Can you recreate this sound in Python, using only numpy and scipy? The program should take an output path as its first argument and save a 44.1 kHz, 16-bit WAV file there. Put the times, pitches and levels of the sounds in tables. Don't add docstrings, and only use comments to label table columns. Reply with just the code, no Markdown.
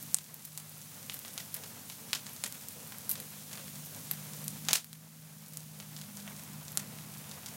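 import sys
import numpy as np
from scipy import signal
from scipy.fft import rfft, irfft, next_fast_len
from scipy.io import wavfile
from scipy.ndimage import uniform_filter1d

SR = 44100
rng = np.random.default_rng(int(sys.argv[2]) if len(sys.argv) > 2 else 0)


def dump(signal):
    limited = np.clip(np.atleast_2d(signal).T, -1, 1)
    pcm = np.round(limited * 32767).astype(np.int16)
    wavfile.write(sys.argv[1], SR, pcm)


N = 333383
TIME = np.arange(N) / SR


def undb(db):
    return 10 ** (np.asarray(db) / 20)


def unit(x):
    return x / np.sqrt(np.mean(x ** 2))


def unit_energy(x):
    return x / np.sqrt(np.sum(x ** 2))


def curve(table):
    return np.interp(TIME, *np.transpose(table))


def colour(x, spectrum):
    hz, db = np.transpose(spectrum)
    size = next_fast_len(N)
    freqs = np.maximum(np.fft.rfftfreq(size, 1 / SR), 1)
    gain = undb(np.interp(np.log(freqs), np.log(hz), db))
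    return unit(irfft(rfft(x, size) * gain, size)[:N])


def walk(rate):
    hold = max(int(SR / rate), 1)
    steps = rng.standard_normal(N)[np.arange(N) // hold]
    return unit(uniform_filter1d(uniform_filter1d(steps, hold), hold))


def resonate(x, hz, q):
    w = 2 * np.pi * min(hz, .44 * SR) / SR
    loss = np.sin(w) / (2 * q)
    return signal.lfilter([loss, 0, -loss], [1 + loss, -2 * np.cos(w), 1 - loss], x)


def ring(hz, q, size=400):
    return unit_energy(resonate(signal.unit_impulse(size), hz, q))


def rumble(outside_db, roar_db=-54.6, roar_share=0.31, throb_db=1.2, drone_db=-75, rise_db_per_s=2.2):
    # frequency in Hz, relative spectral density in dB.
    spectrum = [(20, -33), (45, -26), (70, -18.5), (95, -10.5), (130, 0.5), (180, -0.5), (240, -1),
                (285, -8), (360, -19.5), (700, -31.5)]
    roar = colour(rng.standard_normal(N), spectrum)
    roar *= undb(roar_db + roar_share * outside_db + throb_db * walk(8))
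    drone = sum(np.sin(2 * np.pi * hz * TIME + 0.66 * walk(5)) * undb(db + 2 * walk(6))
                for hz, db in [(120, 0), (86, -6)])
    return roar + drone * undb(drone_db + rise_db_per_s * TIME)


def engine(outside_db, idle_hz=50.47, waver_db=2.4, drift=0.0043):
    # time in seconds, cycle rate in Hz.
    speed = [(0, 50.9), (.6, 51.17), (1.4, 50.1), (4.2, 50.42), (4.95, 52.7), (5.55, 52.27), (6.1, 50.35),
             (7.5, 50.7)]
    # harmonic number, base level in dB, dB gained per Hz over idle, share of the outside level.
    harmonics = [(2, -67, 0, 0), (3, -54.5, 4, .7), (4, -56.5, -.6, 1.6)]
    hz = curve(speed)
    phase = 2 * np.pi * np.cumsum(hz * (1 + drift * walk(9))) / SR
    hum = np.zeros(N)
    for k, db, db_per_hz, share in harmonics:
        level_db = db + db_per_hz * (hz - idle_hz) + share * outside_db
        hum += unit(np.sin(k * phase)) * undb(level_db + waver_db * walk(10))
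    return hum


def flames(start_db=-59.5, growth_db_per_s=.45, flutter_db=0.85, eddy_db=1.86, swell_db=4.0):
    # frequency in Hz, relative spectral density in dB.
    spectrum = [(250, -16), (370, -4), (490, -1.5), (700, -0.5), (950, -0.5), (1400, -3), (2500, -6.5),
                (5000, -18.5), (10000, -42)]
    # time in seconds, level of the tongues in dB relative to the rush.
    tongue_levels = [(0, -12), (2.9, -5), (5.3, -12), (7.5, -10)]
    rush = colour(rng.standard_normal(N), spectrum) * undb(flutter_db * walk(10) + eddy_db * walk(70))
    hollow = unit(resonate(rng.standard_normal(N), hz=500, q=4))
    tongues = hollow * undb(curve(tongue_levels) + swell_db * walk(12))
    return unit(rush + tongues) * undb(start_db + growth_db_per_s * TIME)


def sizzle(blisters_per_s=700, scatter_db=3, grain_db=-7):
    # frequency in Hz, relative spectral density in dB.
    spectrum = [(900, -16.5), (2000, -8), (3500, -4), (5000, -3.5), (6300, -1), (7500, -2), (9500, -0.5),
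                (12500, -1), (15500, -1.5)]
    # time in seconds, level in dB.
    levels = [(0, -46.7), (.5, -48.5), (2.5, -48.7), (4.2, -47), (5.5, -47.7), (6.6, -50.5), (7.5, -49.2)]
    sizes = undb(scatter_db * np.minimum(rng.exponential(size=N), 4)) * rng.choice([-1, 1], N)
    blisters = unit((rng.random(N) < blisters_per_s / SR) * sizes)
    steam = rng.standard_normal(N) * undb(.35 * walk(35))
    return colour(steam + undb(grain_db) * blisters, spectrum) * undb(curve(levels))


def tent_echo(hz, ground_gain=0.29, ground_lag_s=0.0051, first_density=.15, dense_s=.02):
    # delay in seconds, spread in seconds, relative level in dB.
    reflectors = [(.004, .0065, -2), (0.0246, .0045, -2)]
    wash_db, build_s, t60_s = 1, 0.038, 0.18
    t = TIME[:SR // 7]
    wash = np.minimum(t / build_s, 1) * undb(wash_db - 60 * t / t60_s)
    early = [undb(db) * np.exp(-((t - delay) / spread) ** 2) for delay, spread, db in reflectors]
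    envelope = np.linalg.norm([wash, *early], axis=0)
    density = np.minimum(first_density + (t / dense_s) ** 2, 1)
    arrivals = (rng.random(len(t)) < density) * rng.standard_normal(len(t)) / np.sqrt(density)
    absorbed_db = 170 * t * (hz / 10000) ** 2
    echo = unit_energy(arrivals * envelope * undb(-absorbed_db))
    echo[int(ground_lag_s * SR * rng.uniform(.9, 1.1))] += ground_gain
    return echo


def crackle(ticks_per_s=14, top_db=-18, range_db=16, echo_db=-2):
    out = np.zeros(N)
    for hz, q, size_db in [(2570, 0.8, -6.0), (7040, 1.0, -1.5), (12200, 1.9, 1.0)]:
        chance, depth = rng.random((2, N))
        ticks = (chance < ticks_per_s / SR) * undb(top_db + size_db - range_db * np.sqrt(depth))
        path = undb(echo_db) * tent_echo(hz)
        path[0] += 1
        out += signal.fftconvolve(ticks, signal.fftconvolve(path, ring(hz, q)))[:N]
    return out


def steam_jet(start_s=3.096, length_s=0.032, level_db=-35, slit_hz=12600, q=1.7, sputter_db=3):
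    age = np.maximum(TIME - start_s, 0) / length_s
    pressure = (age > 0) / (1 + age ** 4)
    hiss = unit(resonate(rng.standard_normal(N), slit_hz, q))
    return hiss * pressure * undb(level_db + sputter_db * walk(400))


def pops(tear_db=-11, tear_s=0.00038, lead_s=.0003, echo_db=-1, off_axis_db=-13, knock_db=-15):
    # start in seconds, ring energy in dB, ring frequency in Hz, ring Q,
    # the log's crack in dB relative to the ring, relative echo level in dB before echo_db is added.
    bursts = [ (.1447, 9.5, 8750, 3.4, -22, -12.5), (.1864, -12, 6000, .6, -7, -6),
              (.343, -13, 12900, 2, -24, -7), (0.4516, -13.5, 12200, 1.2, -24, -1),
              (.5762, -10.5, 9500, 1.2, -11, -1), (1.0978, -13, 3100, 1.2, -12, -3),
              (1.1427, -15.5, 12300, 2, -10, -1), (1.1912, -17, 12300, 1.5, -24, -6),
              (1.2499, -20, 1800, .6, -24, -1), (1.3786, -12, 4230, .6, -9, 0),
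              (1.543, -10, 12000, 1.6, -16, 1), (1.637, -21.5, 4200, .4, -10, 2),
              (1.8996, -20, 5000, .5, -9, 3), (2.1317, -2.7, 3300, .7, -26, -1.2),
              (2.1503, -13.5, 6400, .6, -8, -6), (2.267, -22.5, 6500, 2, .5, -2),
              (2.439, -8.5, 8000, 1.8, -2, -.5), (2.5246, -16, 9300, 0.38, -21, -10),
              (2.6855, -15.5, 10690, 1, -24, -5), (2.9222, -22, 1725, 1.1, -24, 0),
              (2.9844, -18, 12400, 1.8, -20, -12), (3.0939, -5.5, 12410, 4, -20, -0.5),
              (3.1142, -6.5, 13400, 1.3, -22, -4), (3.1555, -18, 4200, .7, -24, 0),
              (3.2015, -16, 11700, 1.5, -7.5, -1), (3.5308, -19, 5800, .6, -24, 2.5),
              (3.5748, -22.5, 1730, .5, -24, 2.5), (4.1126, -4, 13000, 3, -10.5, -5),
              (4.481, -8, 9780, 1.2, -22, -7), (4.6864, -7, 6300, 5, 2.5, 2.5),
              (4.7318, 14, 5650, .56, -13, 1.5), (4.845, -13, 12800, 1.6, -6, -6),
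              (4.9306, -12.5, 9300, .7, -3.5, -5), (5.5356, -18.5, 11200, .5, -16, 0),
              (5.5721, -8.5, 8900, 1.3, -20, -8), (5.8012, -17, 2610, 0.52, -11, 0),
              (5.9652, -19, 4790, 1, -10, 2), (6.0144, -20, 5200, .7, -7, 0),
              (6.1714, -21.5, 6700, 1.2, -9, 1), (6.2779, -21, 2100, 2, -3, -5),
              (6.6819, -21, 6100, 1.5, -17, 0), (6.7738, -1.5, 7950, 1.2, -10, -7),
              (7.3141, -20.5, 5000, .8, -10, 0), (7.4611, -17.5, 5995, .9, -17, 2.5)]
    log_hz, knock_hz = 2400, 750
    log, knock = ring(log_hz, q=0.48), ring(knock_hz, q=1)
    out = np.zeros(N + SR)
    t = TIME[:SR // 100]
    lead = np.zeros(int(lead_s * SR))
    for start_s, db, hz, q, crack_db, wet_db in bursts:
        snap = ring(hz, q)
        tearing = undb(tear_db) * unit_energy(rng.standard_normal(len(t)) * t * np.exp(-2 * t / tear_s))
        tearing[0] = 1
        clean = np.r_[lead, snap] + undb(crack_db) * np.r_[log, lead]
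        direct = unit_energy(np.convolve(tearing, clean)) * np.linalg.norm(clean)
        wood_gain = np.hypot(undb(crack_db), undb(off_axis_db))
        parts = [(hz, snap), (log_hz, wood_gain * log), (knock_hz, wood_gain * undb(knock_db) * knock)]
        burst = undb(wet_db + echo_db) * sum(np.convolve(tent_echo(f), part) for f, part in parts)
        burst[:len(direct)] += direct
        start = int(start_s * SR) - len(lead)
        out[start:start + len(burst)] += undb(db) * burst
    return out[:N]


def scene():
    # time in seconds, relative level in dB.
    outside_levels = [(0, -5), (1, -8), (2.8, -6.5), (4.4, 1.5), (5.1, -.5), (5.8, 1), (7.5, -2)]
    outside_db = curve(outside_levels)
    fire = pops() + steam_jet() + crackle() + sizzle() + flames()
    mono = fire + engine(outside_db) + rumble(outside_db)
    return np.array([mono, mono])


def gain_control(x, ceiling_db=-12.5, release_db_per_s=6.5):
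    power = uniform_filter1d(x[0] ** 2, size=44)
    over_db = np.maximum(10 * np.log10(np.maximum(power, 1e-12)) - ceiling_db, 0)
    climb_db = release_db_per_s * TIME
    return x * undb(climb_db - np.maximum.accumulate(over_db + climb_db))


def record(dry):
    top_hz = 15900
    low_pass = signal.ellip(10, .2, 70, top_hz, fs=SR, output="sos")
    return signal.sosfilt(low_pass, gain_control(dry))


dry = scene()
out = record(dry)
dump(out)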